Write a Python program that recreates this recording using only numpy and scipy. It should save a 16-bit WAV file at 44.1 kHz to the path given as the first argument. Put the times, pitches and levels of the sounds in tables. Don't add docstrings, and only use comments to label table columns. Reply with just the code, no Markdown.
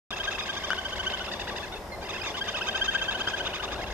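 import sys
import numpy as np
from scipy import signal
from scipy.fft import rfft, irfft
from scipy.io import wavfile
from scipy.ndimage import uniform_filter1d

SR = 44100
rng = np.random.default_rng(int(sys.argv[2]) if len(sys.argv) > 2 else 0)


def master(y):
    cut = np.clip(np.atleast_2d(y).T, -1, 1)
    pcm = np.round(cut * 32767)
    wavfile.write(sys.argv[1], SR, pcm.astype(np.int16))


N = 173313


def undb(db):
    return 10 ** (np.asarray(db) / 20)


def along(hz, table, axis=1):
    table = np.array(table, float)
    return np.interp(np.log(np.maximum(hz, 1)), np.log(table[:, 0]), table[:, axis])


def walk(rate_hz, size=N):
    k = max(int(SR / rate_hz), 1)
    steps = np.repeat(rng.standard_normal(size // k + 3), k)
    return np.sqrt(3 / 2) * uniform_filter1d(steps, k)[k:k + size]


def add(out, sound, start_s):
    i = max(int(start_s * SR), 0)
    n = max(min(sound.shape[-1], N - i), 0)
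    out[..., i:i + n] += sound[..., :n]


def pan(balance_db):
    return undb(np.array([[balance_db], [-balance_db]]) / 2)


def noise(spectrum, skirt_db):
    hz = np.maximum(np.arange(N // 2 + 1) * SR / N, 1)
    octaves_outside = abs(np.log2(hz / np.clip(hz, spectrum[0][0], spectrum[-1][0])))
    gain = undb(along(hz, spectrum) - skirt_db * octaves_outside)
    x = irfft(rfft(rng.standard_normal(N)) * gain, N)
    return x / x.std()


def spread(spectrum, skirt_db, side_db, pan_db):
    side = undb(side_db) * noise(spectrum, skirt_db)
    middle = noise(spectrum, skirt_db)
    return (middle + np.array([side, -side])) * pan(pan_db)


# f/Hz, relative density/dB
HISS_COLOUR = [(1000, -10), (1320, -7), (1940, -7.5), (2290, -13.5), (4390, -20), (5240, -14),
               (6180, -21.5), (8330, -24.5), (14000, -27.5)]
HISS_DB = -50


def hiss():
    return spread(HISS_COLOUR, skirt_db=25, side_db=-2.4, pan_db=0.5) * undb(HISS_DB)


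# f/Hz, relative density/dB
WIND_COLOUR = [(20, -2.5), (59, 6), (89, -3), (110, -4.5), (150, -35)]
WIND_DB, WIND_WANDER_DB, WIND_WANDER_HZ = -48, 2.5, 6.7


def wind():
    level_db = WIND_DB + WIND_WANDER_DB * walk(WIND_WANDER_HZ)
    return spread(WIND_COLOUR, skirt_db=16, side_db=-13.5, pan_db=3.5) * undb(level_db)


# f/Hz, relative density/dB
TRAFFIC_COLOUR = [(59, -53), (100, -6), (146, -6.5), (210, -3), (291, -8.5), (364, 0), (490, -4),
                  (577, 0.5), (1000, -4), (1300, -17), (2200, -120)]
TRAFFIC_MIDWAY_DB, TRAFFIC_RISE_DB_PER_S = -39.5, 0.5
TRAFFIC_WANDER_DB, TRAFFIC_WANDER_HZ = 1.44, 18


def traffic():
    rise_db = TRAFFIC_RISE_DB_PER_S * (np.arange(N) - N / 2) / SR
    level_db = TRAFFIC_MIDWAY_DB + rise_db + TRAFFIC_WANDER_DB * walk(TRAFFIC_WANDER_HZ)
    return spread(TRAFFIC_COLOUR, skirt_db=22, side_db=-13, pan_db=0.95) * undb(level_db)


# f/Hz, rms level/dB
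ENGINE_LINES = [(84, -54.5), (201, -64), (351, -61.5), (377, -56.5)]
ENGINE_WAVER_HZ, ENGINE_WAVER_RATE_HZ = 2.58, 10


def far_engine():
    out = np.zeros(N)
    for hz, db in ENGINE_LINES:
        pitch_hz = hz + ENGINE_WAVER_HZ * walk(ENGINE_WAVER_RATE_HZ)
        out += np.sqrt(2) * undb(db) * np.sin(2 * np.pi * np.cumsum(pitch_hz) / SR)
    return out


# t/s, ring gain/dB, crack gain/dB, contact cut-off f/Hz
CLICKS = [(0.7045, -10, -26.5, 5900), (0.732, -10, -23, 3020), (3.275, -15, -28, 4450),
          (3.2847, -15, -35, 5440)]
# f/Hz, relative level/dB, t60/s
BODY_MODES = [(410, -28.5, 0.021), (1400, -24.5, 0.0041), (1538, -4.5, 0.017), (3300, -14, 0.008),
              (5030, -14, 0.0083)]
CLICK_PAN_DB, CRACK_DECAY_S = 7, 0.0015


def camera_clicks():
    out, t = np.zeros((2, N)), np.arange(SR // 10) / SR
    ring = np.zeros(len(t))
    for hz, db, t60_s in BODY_MODES:
        ring += undb(db) * np.sin(2 * np.pi * hz * t) * np.exp(-np.log(1000) * t / t60_s)
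    for s, ring_db, crack_db, cutoff_hz in CLICKS:
        crack = undb(crack_db) * rng.standard_normal(len(t)) * np.exp(-t / CRACK_DECAY_S)
        contact = signal.butter(2, cutoff_hz, fs=SR, output="sos")
        knock = signal.sosfilt(contact, undb(ring_db) * ring + crack)
        add(out, knock * pan(CLICK_PAN_DB), s)
    return out


def echo(x, tail, level_db):
    tail = tail / np.sqrt((tail ** 2).sum(1, keepdims=True))
    return undb(level_db) * signal.fftconvolve(x[None], tail, axes=1)[:, :N]


BANK_T60_S, BANK_DB, BANK_BUILDUP_S = 0.42, -10, 0.057


def banks(x):
    t = np.arange(SR) / SR
    envelope = np.exp(-np.log(1000) * t / BANK_T60_S) * (1 - np.exp(-t / BANK_BUILDUP_S))
    return echo(x, rng.standard_normal((2, SR)) * envelope, BANK_DB)


REED_T60_S, REED_DB = 0.027, -7.5


def reeds(x):
    t = np.arange(SR // 10) / SR
    envelope = np.exp(-np.log(1000) * t / REED_T60_S)
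    return echo(x, rng.standard_normal((2, len(t))) * envelope, REED_DB)


# f/Hz, full level difference/dB, left phase lead/rad
PORTS = [(940, 4, -0.15), (1380, 17.5, 0), (1690, 9, -0.5), (1870, 18.5, 0.5), (2210, -8, -1.7),
         (2885, -2.5, -0.84), (3233, -8, -3), (3310, 7, -1.78), (4200, 5, -2.5), (4734, -4.5, -2),
         (5074, -14, -7.5), (6400, -35, -11)]


def ports(x, share):
    hz = np.arange(N // 2 + 1) * SR / N
    ratio = undb(share * along(hz, PORTS))
    left = ratio * np.exp(1j * along(hz, PORTS, axis=2))
    gains = np.array([left, np.ones(len(hz))]) * np.sqrt(2 / (1 + ratio ** 2))
    return irfft(rfft(x) * gains, N)


HARMONICS, HARMONIC_SCATTER_DB, BRIGHT_SWELL, JITTER_RATE_HZ = 8, 2, 0.45, 700


def note_time():
    return np.arange(-1600, 1600) / SR


def add_note(out, sound, middle_s):
    add(out, sound, middle_s + note_time()[0])


def note(pitch_hz, half_s, edge_s, throat, jitter, harmonics_db=0):
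    u = note_time()
    pitch_hz = pitch_hz * (1 + jitter * walk(JITTER_RATE_HZ, size=len(u)))
    k = np.arange(1, HARMONICS + 1)[:, None]
    phase = 2 * np.pi * (k * np.cumsum(pitch_hz) / SR + rng.random(k.shape))
    scatter_db = HARMONIC_SCATTER_DB * rng.standard_normal(k.shape)
    gain = undb(along(k * pitch_hz, throat) + np.c_[harmonics_db] + scatter_db)
    swell = np.sin(np.pi / 2 * np.clip((half_s - abs(u)) / edge_s + .5, 0, 1)) ** 2
    swells = swell ** (1 + BRIGHT_SWELL * (k - 1))
    return np.sqrt(2) * (swells * gain * np.sin(phase)).sum(0)


# middle t/s, length/s, middle f/Hz, relative level/dB
WHISTLES = [(0.142, 0.012, 2680, -37), (0.356, 0.013, 2610, -34), (0.429, 0.032, 2530, -40),
            (1.936, 0.036, 2080, -43.5), (2.037, 0.027, 2366, -42), (2.138, 0.0091, 2510, -36),
            (2.167, 0.011, 2630, -35.5), (2.22, 0.01, 2490, -35.5), (2.287, 0.021, 2360, -43),
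            (2.562, 0.01, 2587, -30.5), (2.629, 0.0098, 2585, -32.5)]
# f/Hz, gain/dB
WHISTLE_THROAT = [(2600, -1.5), (4800, -4), (5400, -14.5), (9000, -36.5)]
WHISTLE_SAG_PER_S, WHISTLE_JITTER = 1.277, 0.011


def whistles():
    out = np.zeros(N)
    for s, length_s, hz, db in WHISTLES:
        pitch_hz = hz * (1 - WHISTLE_SAG_PER_S * note_time())
        half_s = length_s / 2
        add_note(out, undb(db) * note(pitch_hz, half_s, half_s, WHISTLE_THROAT, WHISTLE_JITTER), s)
    return out


CHIRP_HARMONICS_DB = [-2, 1, 2.5, 2.5, 6, 1, -1, 1.5]
# f/Hz, gain/dB
CHIRP_THROAT = [(930, -12.5), (1150, -2.5), (1900, -3), (2300, -9.5), (2600, -3), (3150, -10.5),
                (3600, -2.5), (3900, -10.5), (4300, -15), (4800, -13.5), (5700, -18.5), (6450, -14.5),
                (7000, -21.5), (7700, -22), (11000, -83)]
CHIRP_HALF_S, CHIRP_EDGE_S, CHIRP_JITTER = 0.018, 0.02, 0.012
ARCH_S, ARCH_DEPTH = 0.01, 0.6


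def chirp(top_hz, drop):
    arch = np.tanh(drop * (note_time() / ARCH_S) ** 2 / ARCH_DEPTH)
    pitch_hz = top_hz * (1 - ARCH_DEPTH * arch)
    return note(pitch_hz, CHIRP_HALF_S, CHIRP_EDGE_S, CHIRP_THROAT, CHIRP_JITTER, CHIRP_HARMONICS_DB)


# t/s, top f/Hz, relative level/dB
SOFT_CURVE = [(.2, 1294, -46), (.62, 1203, -38.5), (.9, 1168, -44.5), (1.6, 1185, -42.5), (1.77, 890, -48),
              (2.301, 1163, -39), (2.449, 992, -41), (2.999, 923, -40.5), (3.252, 837.5, -43.5)]
SOFT_LAG_S, SOFT_DROP, SWAP_S = 0.0335, 0.09, 2.3


def soft_chirps():
    out = np.zeros(N)
    leads_s = [row[0] for row in ARCHED_CHIRPS if row[0] < SWAP_S]
    leads_s += [row[0] for row in PEEPS if row[0] > SWAP_S]
    curve_s, curve_hz, curve_db = np.array(SOFT_CURVE).T
    for s in np.array(leads_s) + SOFT_LAG_S:
        top_hz = np.interp(s, curve_s, curve_hz)
        gain = undb(np.interp(s, curve_s, curve_db))
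        add_note(out, gain * chirp(top_hz, SOFT_DROP), s)
    return out


# middle t/s, top f/Hz, level before CHIRP_GAIN_DB/dB, drop (share of top pitch)
ARCHED_CHIRPS = [(0.105, 1281, -39.5, 0.21), (0.176, 1334, -38, 0.21), (0.248, 1281, -36.5, 0.19),
                 (0.3225, 1337, -36.5, 0.22), (0.398, 1251, -35.5, 0.2), (0.471, 1113, -36.5, 0.17),
                 (0.5435, 1163, -37.5, 0.18), (0.614, 1114, -40.5, 0.14), (0.6847, 1177, -39, 0.19),
                 (0.757, 1127, -41, 0.17), (0.8255, 1110, -43.5, 0.13), (0.898, 1117, -40, 0.17),
                 (0.972, 1132, -38.5, 0.16), (1.0435, 1133, -39, 0.19), (1.1123, 1076, -39, 0.19),
                 (1.185, 1093, -40.5, 0.17), (1.256, 1053, -40, 0.19), (1.33, 978, -37.5, 0.073),
                 (1.409, 983, -37, 0.1), (1.4885, 989, -39.5, 0.12), (1.5741, 1003, -37.5, 0.096),
                 (1.639, 883, -41.5, 0.066), (1.7345, 759, -46.5, 0.06), (2.0291, 804, -47, 0.055),
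                 (2.102, 1286, -39.5, 0.17), (2.154, 910, -42.5, 0.1), (2.248, 1356, -39, 0.25),
                 (2.272, 1225, -36, 0.093), (2.381, 1175, -36.5, 0.089), (2.488, 1227, -36, 0.17),
                 (2.5792, 1279, -37.5, 0.13), (2.6793, 1292, -36.5, 0.098), (2.7674, 1310, -35, 0.091),
                 (2.854, 1320, -35.5, 0.12), (2.9455, 1321, -36.5, 0.21), (3.0334, 1345, -38, 0.11),
                 (3.12, 1330, -38.5, 0.17), (3.205, 1328, -38, 0.12), (3.295, 1300, -37, 0.17),
                 (3.385, 1283, -37.5, 0.19), (3.4664, 1265, -38, 0.17), (3.554, 1269, -37, 0.19),
                 (3.6424, 1236, -37.5, 0.2), (3.733, 1241, -39.5, 0.23), (3.828, 1087, -40, 0.095),
                 (3.916, 1080, -42, 0.19)]
CHIRP_GAIN_DB = 0.86


def arched_chirps():
    out = np.zeros(N)
    for s, top_hz, db, drop in ARCHED_CHIRPS:
        add_note(out, undb(db + CHIRP_GAIN_DB) * chirp(top_hz, drop), s)
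    return out


# middle t/s, target f/Hz, level before PEEP_GAIN_DB/dB
PEEPS = [(0.132, 1670, -32.5), (0.208, 1624, -34), (0.2842, 1634, -30.5), (0.3469, 1592, -41.5),
         (0.4991, 1610, -33), (0.5742, 1640, -32), (0.645, 1590, -33), (0.717, 1530, -31),
         (0.787, 1560, -34), (0.8588, 1570, -34), (0.933, 1565, -33), (1.002, 1550, -31.5),
         (1.073, 1556, -30), (1.1427, 1562, -31), (1.2137, 1510, -34), (1.285, 1456, -39),
         (2.2083, 1540, -41.5), (2.351, 1530, -35), (2.4197, 1650, -32), (2.4884, 1600, -32),
         (2.549, 1610, -31.5), (2.617, 1603, -30.5), (2.6896, 1602, -30), (2.756, 1592, -32),
         (2.8221, 1610, -27), (2.8899, 1617, -29), (2.956, 1603, -28.5), (3.0221, 1600, -31),
         (3.091, 1608, -27.5), (3.154, 1560, -30.5), (3.213, 1598, -30), (3.2783, 1620, -30.5),
         (3.343, 1633, -31.5), (3.4075, 1584, -31.5), (3.472, 1555, -33), (3.539, 1560, -34.5),
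         (3.6042, 1547, -37.5), (3.686, 1496, -36.5), (3.762, 1483, -38), (3.8432, 1440, -43)]
# t/s, climb (share of target pitch)
PEEP_CLIMB = [(.13, 0.12), (.21, 0.037), (1.2, 0.045), (1.3, 0.18), (2.42, 0.055), (2.55, 0.18),
              (2.62, 0.26), (2.69, 0.042), (3.12, .04), (3.8, 0.22)]
# f/Hz, gain/dB
PEEP_THROAT = [(1550, -5), (3100, -2), (4700, -17.5), (6300, -22), (9000, -50)]
PEEP_GAIN_DB, PEEP_JITTER = 1.34, 0.011
PEEP_FULL_HALF_S, PEEP_EDGE_S, SHORTEN_PER_CLIMB = 0.011, 0.01, 1.49
SCOOP, END_DROP, SCOOP_S = 0.04, 0.01, 0.00302


def peeps():
    out, u = np.zeros(N), note_time()
    climb_s, climb_share = np.array(PEEP_CLIMB).T
    for s, hz, db in PEEPS:
        climb = np.interp(s, climb_s, climb_share)
        half_s = PEEP_FULL_HALF_S * (1 - SHORTEN_PER_CLIMB * climb)
        to_go = np.clip(.5 - u / (2 * PEEP_FULL_HALF_S), 0, 2)
        end_depth = np.where(u < 0, SCOOP, END_DROP)
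        ends = end_depth * np.exp(np.minimum((abs(u) - half_s) / SCOOP_S, 2))
        pitch_hz = hz * (1 - climb * to_go ** 2 - ends)
        peep = note(pitch_hz, half_s, PEEP_EDGE_S, PEEP_THROAT, PEEP_JITTER)
        add_note(out, undb(db + PEEP_GAIN_DB) * peep, s)
    return out


DIRECT_SHARE, ECHO_SHARE = 0.57, 0.56


def scene():
    background = hiss() + wind() + traffic() + far_engine()
    birds = whistles() + soft_chirps() + arched_chirps() + peeps()
    direct = ports(birds, DIRECT_SHARE)
    echoes = ports(reeds(birds) + banks(birds), ECHO_SHARE)
    return background + camera_clicks() + echoes + direct


START_S, TOP_HZ = 0.106, 14300


def record(dry):
    live = np.arange(N) / SR > START_S
    low_pass = signal.ellip(10, .2, 70, TOP_HZ, fs=SR, output="sos")
    return signal.sosfilt(low_pass, dry * live)


dry = scene()
out = record(dry)
master(out)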